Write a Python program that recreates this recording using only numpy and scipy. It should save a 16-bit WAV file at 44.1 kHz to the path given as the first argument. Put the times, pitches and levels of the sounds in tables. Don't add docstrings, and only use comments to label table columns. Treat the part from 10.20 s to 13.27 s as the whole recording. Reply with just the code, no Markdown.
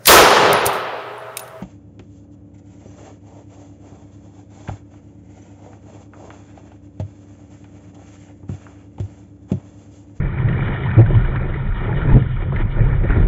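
import sys
import numpy as np
from scipy import signal
from scipy.fft import rfft, irfft, next_fast_len
from scipy.io import wavfile
from scipy.ndimage import uniform_filter1d

SR = 44100
rng = np.random.default_rng(int(sys.argv[2]) if len(sys.argv) > 2 else 0)


def pcm_store(signal):
    levels = np.round(np.clip(np.atleast_2d(signal), -1, 1) * 32767)
    wavfile.write(sys.argv[1], SR, levels.astype(np.int16).T)


def amplitude_ratio(level_db):
    exponent = np.asarray(level_db, float) / 20
    return 10 ** exponent


N = 135387


def rms_one(x):
    return x / np.sqrt(np.mean(x ** 2) + 1e-20)


def in_time(rows):
    time_s, *columns = np.transpose(rows)
    return [np.interp(np.arange(N) / SR, time_s, column) for column in columns]


def drift(rate_hz):
    r = np.exp(-80 * np.pi * rate_hz / SR)
    noise = rng.standard_normal(N // 40 + 2002)
    slow = signal.lfilter([1], [1, -2 * r, r * r], noise)[2000:]
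    return np.interp(np.arange(N) / 40, np.arange(len(slow)), rms_one(slow))


def resonance(x, hz, width_hz):
    r = np.exp(-np.pi * width_hz / SR)
    gain = (1 - r * r) / 2
    return signal.lfilter([gain, 0, -gain], [1, -2 * r * np.cos(2 * np.pi * hz / SR), r * r], x)


def colour(x, points):
    size = 2 * next_fast_len(N)
    hz = np.maximum(np.arange(size // 2 + 1) * SR / size, 1)
    point_hz, point_db = np.transpose(points)
    log_gain = np.interp(np.log(hz), np.log(point_hz), point_db) * np.log(10) / 20
    cepstrum = irfft(log_gain, size)
    cepstrum[1:size // 2] *= 2
    cepstrum[size // 2 + 1:] = 0
    return irfft(rfft(x, size) * np.exp(rfft(cepstrum)), size)[:N]


def patter(grains_per_s, grain_share):
    spread_db = 2.5 * np.minimum(rng.exponential(1, N), 4)
    sizes = amplitude_ratio(spread_db) * rng.choice([-1, 1], N)
    grains = rms_one(sizes * (rng.random(N) < grains_per_s / SR))
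    return np.sqrt(grain_share) * grains + np.sqrt(1 - grain_share) * rng.standard_normal(N)


def splats(events, rise_s, t60_s, width_hz, click):
    out, t = np.zeros(N + SR), np.arange(8000) / SR
    shape = np.minimum(t / rise_s, 1) * amplitude_ratio(-60 * t / t60_s)
    for s, db, hz in events:
        tap = click * (np.abs(t - rise_s / 2) < .1 / hz)
        burst = rng.standard_normal(len(t)) * shape + tap
        splat = resonance(resonance(burst, hz, width_hz), hz, 2 * width_hz)
        start = int(s * SR)
        out[start:start + len(t)] += amplitude_ratio(db) * splat / np.abs(splat).max()
    return out[:N]


def saturate(x, top, knee):
    return x / (1 + np.abs(x / top) ** knee) ** (1 / knee)


def hiss(surge_db):
    # f/Hz, relative density/dB per Hz
    treble_spectrum = [(2300, -42.5), (2680, -19), (2850, 5), (3250, 0.5), (3630, -2), (3950, -13),
                       (4250, -18), (4600, -46.5)]
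    flicker_db = 0.36 * surge_db + 1.5 * drift(33)
    body = colour(rng.standard_normal(N) * amplitude_ratio(flicker_db), treble_spectrum)
    top = signal.sosfilt(signal.butter(6, 3650, "high", fs=SR, output="sos"), body)
    top_db = 9.0 * np.tanh(2 * drift(9)) - 4.5
    return rms_one(body + top * (amplitude_ratio(top_db) - 1))


def spray(surge_db):
    # f/Hz, relative density/dB per Hz
    case_spectrum = [(400, -40), (620, -6), (786, -1), (860, -3), (948, 2), (1090, -6), (1410, 2.5),
                     (1590, -5.5), (1830, 1.5), (2060, -6.5), (2280, -2.5), (2500, -10), (2680, -30),
                     (3000, -60.5)]
    splashes, q = 0, 9.5
    for hz in np.geomspace(655, 2570, num=13):
        grains = patter(grains_per_s=30, grain_share=.35) * amplitude_ratio(2.2 * drift(21))
        splashes = splashes + np.sqrt(hz) * rms_one(resonance(grains, hz, hz / q))
    return rms_one(colour(splashes * amplitude_ratio(surge_db), case_spectrum))


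def wash(surge_db):
    # f/Hz, relative density/dB per Hz
    wash_spectrum = [(120, -24), (170, 5), (242, -5), (300, -2), (340, 1.5), (390, 0.5), (479, -6.5),
                     (564, -6), (731, -15.5), (1000, -41.5), (1600, -68.5)]
    grains = patter(grains_per_s=200, grain_share=.5)
    return rms_one(colour(grains * amplitude_ratio(surge_db + 2 * drift(6.4)), wash_spectrum))


def water(wash_db):
    # t/s, spray rms level/dB, treble rms level/dB
    water_levels = [(0.0, -35, -60.5), (0.01, -37.5, -61), (0.04, -39, -56), (0.27, -35.5, -55),
                    (0.33, -36.5, -50), (0.4, -32, -52.5), (0.47, -32.5, -47), (0.48, -30, -48.5),
                    (0.63, -35, -50), (0.66, -33, -45), (0.7, -31.5, -51.5), (0.81, -31.5, -52.5),
                    (0.84, -42.5, -58.5), (0.86, -39, -49), (0.88, -35, -52.5), (1.0, -36, -50),
                    (1.14, -36, -53), (1.16, -30, -48.5), (1.18, -36.5, -54), (1.48, -38, -54),
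                    (1.51, -39.5, -60.5), (1.56, -36, -47.5), (1.66, -33.5, -52), (1.74, -35.5, -57.5),
                    (1.76, -35.5, -46), (1.85, -33.5, -53.5), (1.91, -31, -49.5), (2.09, -42.5, -54),
                    (2.23, -37, -54), (2.26, -44.5, -59.5), (2.42, -30, -49.5), (2.44, -41, -59.5),
                    (2.5, -42, -59), (2.52, -37.5, -45), (2.56, -38, -56), (2.74, -34.5, -55),
                    (2.81, -42, -58.5), (2.9, -31.5, -52.5), (2.96, -30.5, -50), (3.07, -40, -55)]
    spray_db, treble_db = in_time(water_levels)
    surge_db = 0.9 * drift(17)
    return amplitude_ratio(wash_db) * wash(surge_db) + amplitude_ratio(spray_db) * spray(surge_db) + amplitude_ratio(treble_db) * hiss(surge_db)


def drops():
    # t/s, peak level before the common gain/dB, f/Hz
    drop_events = [(0.098, -43, 1880), (0.185, -23.5, 1830), (0.285, -17, 1780), (0.326, -22.5, 1820),
                   (0.422, -20, 1456), (0.478, -18, 1770), (0.538, -23, 885), (0.659, -16.5, 930),
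                   (0.711, -15, 1754), (0.859, -19, 1480), (0.947, -19, 983), (1.012, -28.5, 1360),
                   (1.046, -19.5, 1380), (1.124, -22.5, 1360), (1.157, -14, 1320), (1.339, -19.5, 1850),
                   (1.464, -26, 1940), (1.606, -25, 1240), (1.661, -19.5, 894), (1.726, -18.5, 1550),
                   (1.815, -15.5, 1440), (2.022, -22, 1770), (2.216, -29.5, 1480), (2.321, -16, 870),
                   (2.359, -17, 1800), (2.511, -31, 2140), (2.836, -22.5, 1860), (2.902, -11, 1443),
                   (2.941, -21.5, 1776)]
    gain_db = -4.5
    return amplitude_ratio(gain_db) * splats(drop_events, rise_s=.003, t60_s=.036, width_hz=360, click=0.9)


def slaps():
    # t/s, peak level/dB, f/Hz
    slap_events = [(0.485, -21, 347), (0.904, -20.5, 365.5), (1.084, -23.5, 390), (1.679, -21.5, 348),
                   (1.85, -22, 300), (1.883, -18.5, 330), (1.906, -19, 352), (1.914, -21.5, 830),
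                   (1.69, -24, 840), (0.769, -20, 795), (0.797, -19, 637), (1.94, -20, 229),
                   (2.323, -23, 374), (2.398, -21.5, 303), (2.579, -22.5, 454), (2.676, -31.5, 221),
                   (2.894, -15, 214), (2.973, -17, 215)]
    return splats(slap_events, rise_s=.0018, t60_s=.19, width_hz=151, click=0)


def knocks():
    # t/s, peak level before wobble/dB, f/Hz, time from onset to decay/s
    knock_events = [(.767, 2.5, 112, .059), (1.9327, -2.5, 131, .039), (1.929, -6.5, 44, .045),
                    (.929, -10, 110, .06), (.226, -11, 130, .03), (2.603, -9, 125, .02),
                    (2.008, -13, 130, .03), (2.43, -14, 100, .03)]
    rise_s, t60_s = .009, .045
    wobble_db, wander_rad = 2.5 * drift(46), .22 * drift(66)
    out = 0
    for s, db, hz, hold_s in knock_events:
        t = np.maximum(np.arange(N) / SR - s, 0)
        shape = np.minimum(t / rise_s, 1) * amplitude_ratio(-60 * np.maximum(t - hold_s, 0) / t60_s)
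        out = out - amplitude_ratio(db) * shape * np.sin(2 * np.pi * hz * t + wander_rad)
    return out * amplitude_ratio(wobble_db)


def hull(modes, level_db, steady):
    body = 0
    for hz, width_hz, db in modes:
        noise = rng.standard_normal(N + SR)
        ringing = resonance(resonance(noise, hz, width_hz), hz, 2 * width_hz)[SR:]
        body = body + amplitude_ratio(db) * rms_one(ringing)
    body = rms_one(body)
    envelope = np.abs(signal.hilbert(body, next_fast_len(N))[:N])
    swing = uniform_filter1d(envelope, size=800) + .15
    return amplitude_ratio(level_db) * rms_one(body / swing ** steady)


def sway(level_db):
    # f/Hz, width of the first of two resonances/Hz, relative level/dB
    sway_modes = [(22.6, 18, -8.5), (32.5, 8, -2), (46, 26, -6.5)]
    return hull(sway_modes, level_db, steady=0.3)


def drumming(level_db):
    # f/Hz, width of the first of two resonances/Hz, relative level/dB
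    drum_modes = [(88.6, 26.5, -2), (111.6, 24, -4.5), (131.7, 17, 0), (173, 45.4, -11)]
    return hull(drum_modes, level_db, steady=0.55)


def scene():
    # t/s, sway rms level/dB, drumming rms level/dB, wash rms level/dB
    hull_levels = [(0, -23, -19.5, -29), (.09, -19.5, -22.5, -37.5), (.16, -33.5, -24, -29.5),
                   (.23, -22, -17.5, -37.5), (.34, -31, -19, -32.5), (.5, -23, -21, -30.5),
                   (.62, -31, -27, -31.5), (.67, -44.5, -17, -33.5), (.76, -29, -22, -34),
                   (.8, -24, -16.5, -23.5), (.845, -20.5, -16, -38.5), (.91, -20.5, -20.5, -29.5),
                   (.97, -15, -15.5, -31), (1.07, -20.5, -24.5, -35), (1.1, -20, -23, -34.5),
                   (1.17, -29, -19.5, -32), (1.25, -21, -25, -33.5), (1.39, -31.5, -24.5, -33),
                   (1.47, -18.5, -23, -29.5), (1.54, -16, -30.5, -42.5), (1.68, -31, -21.5, -28.5),
                   (1.77, -22, -18, -29), (1.81, -19.5, -26, -28), (1.87, -18.5, -17.5, -27.5),
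                   (1.915, -33, -12, -31), (1.935, -3, -11.5, -26), (1.97, -32, -17.5, -21.5),
                   (2.01, -30, -20, -34), (2.15, -23.5, -23, -41), (2.21, -24, -28, -32.5),
                   (2.29, -41, -20, -34.5), (2.36, -20, -21, -32.5), (2.49, -20.5, -28, -40),
                   (2.57, -20.5, -24.5, -33.5), (2.62, -12.5, -17.5, -32), (2.72, -17, -19.5, -29.5),
                   (2.8, -14.5, -22, -38.5), (2.85, -15.5, -24, -24), (2.88, -24, -22, -38),
                   (2.91, -9.5, -22.5, -38), (2.94, -20, -17, -29), (2.97, -11.5, -18.5, -23.5),
                   (3.03, -10.5, -15, -31.5), (3.07, -16, -26, -25)]
    sway_db, drum_db, wash_db = in_time(hull_levels)
    swing = sway(sway_db) + drumming(drum_db) + knocks() + slaps()
    mounted = saturate(swing, top=.7, knee=7)
    return (mounted + water(wash_db) + drops())[None]


def band_limit(x):
    return signal.sosfilt(signal.butter(12, 4330, fs=SR, output="sos"), x)


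def record(dry):
    case_cut = signal.cheby2(10, 70, 5664, fs=SR, output="sos")
    cased = signal.sosfilt(case_cut, dry)
    clipped = saturate(cased, top=.705, knee=30)
    return band_limit(clipped)


dry = scene()
out = record(dry)
pcm_store(out)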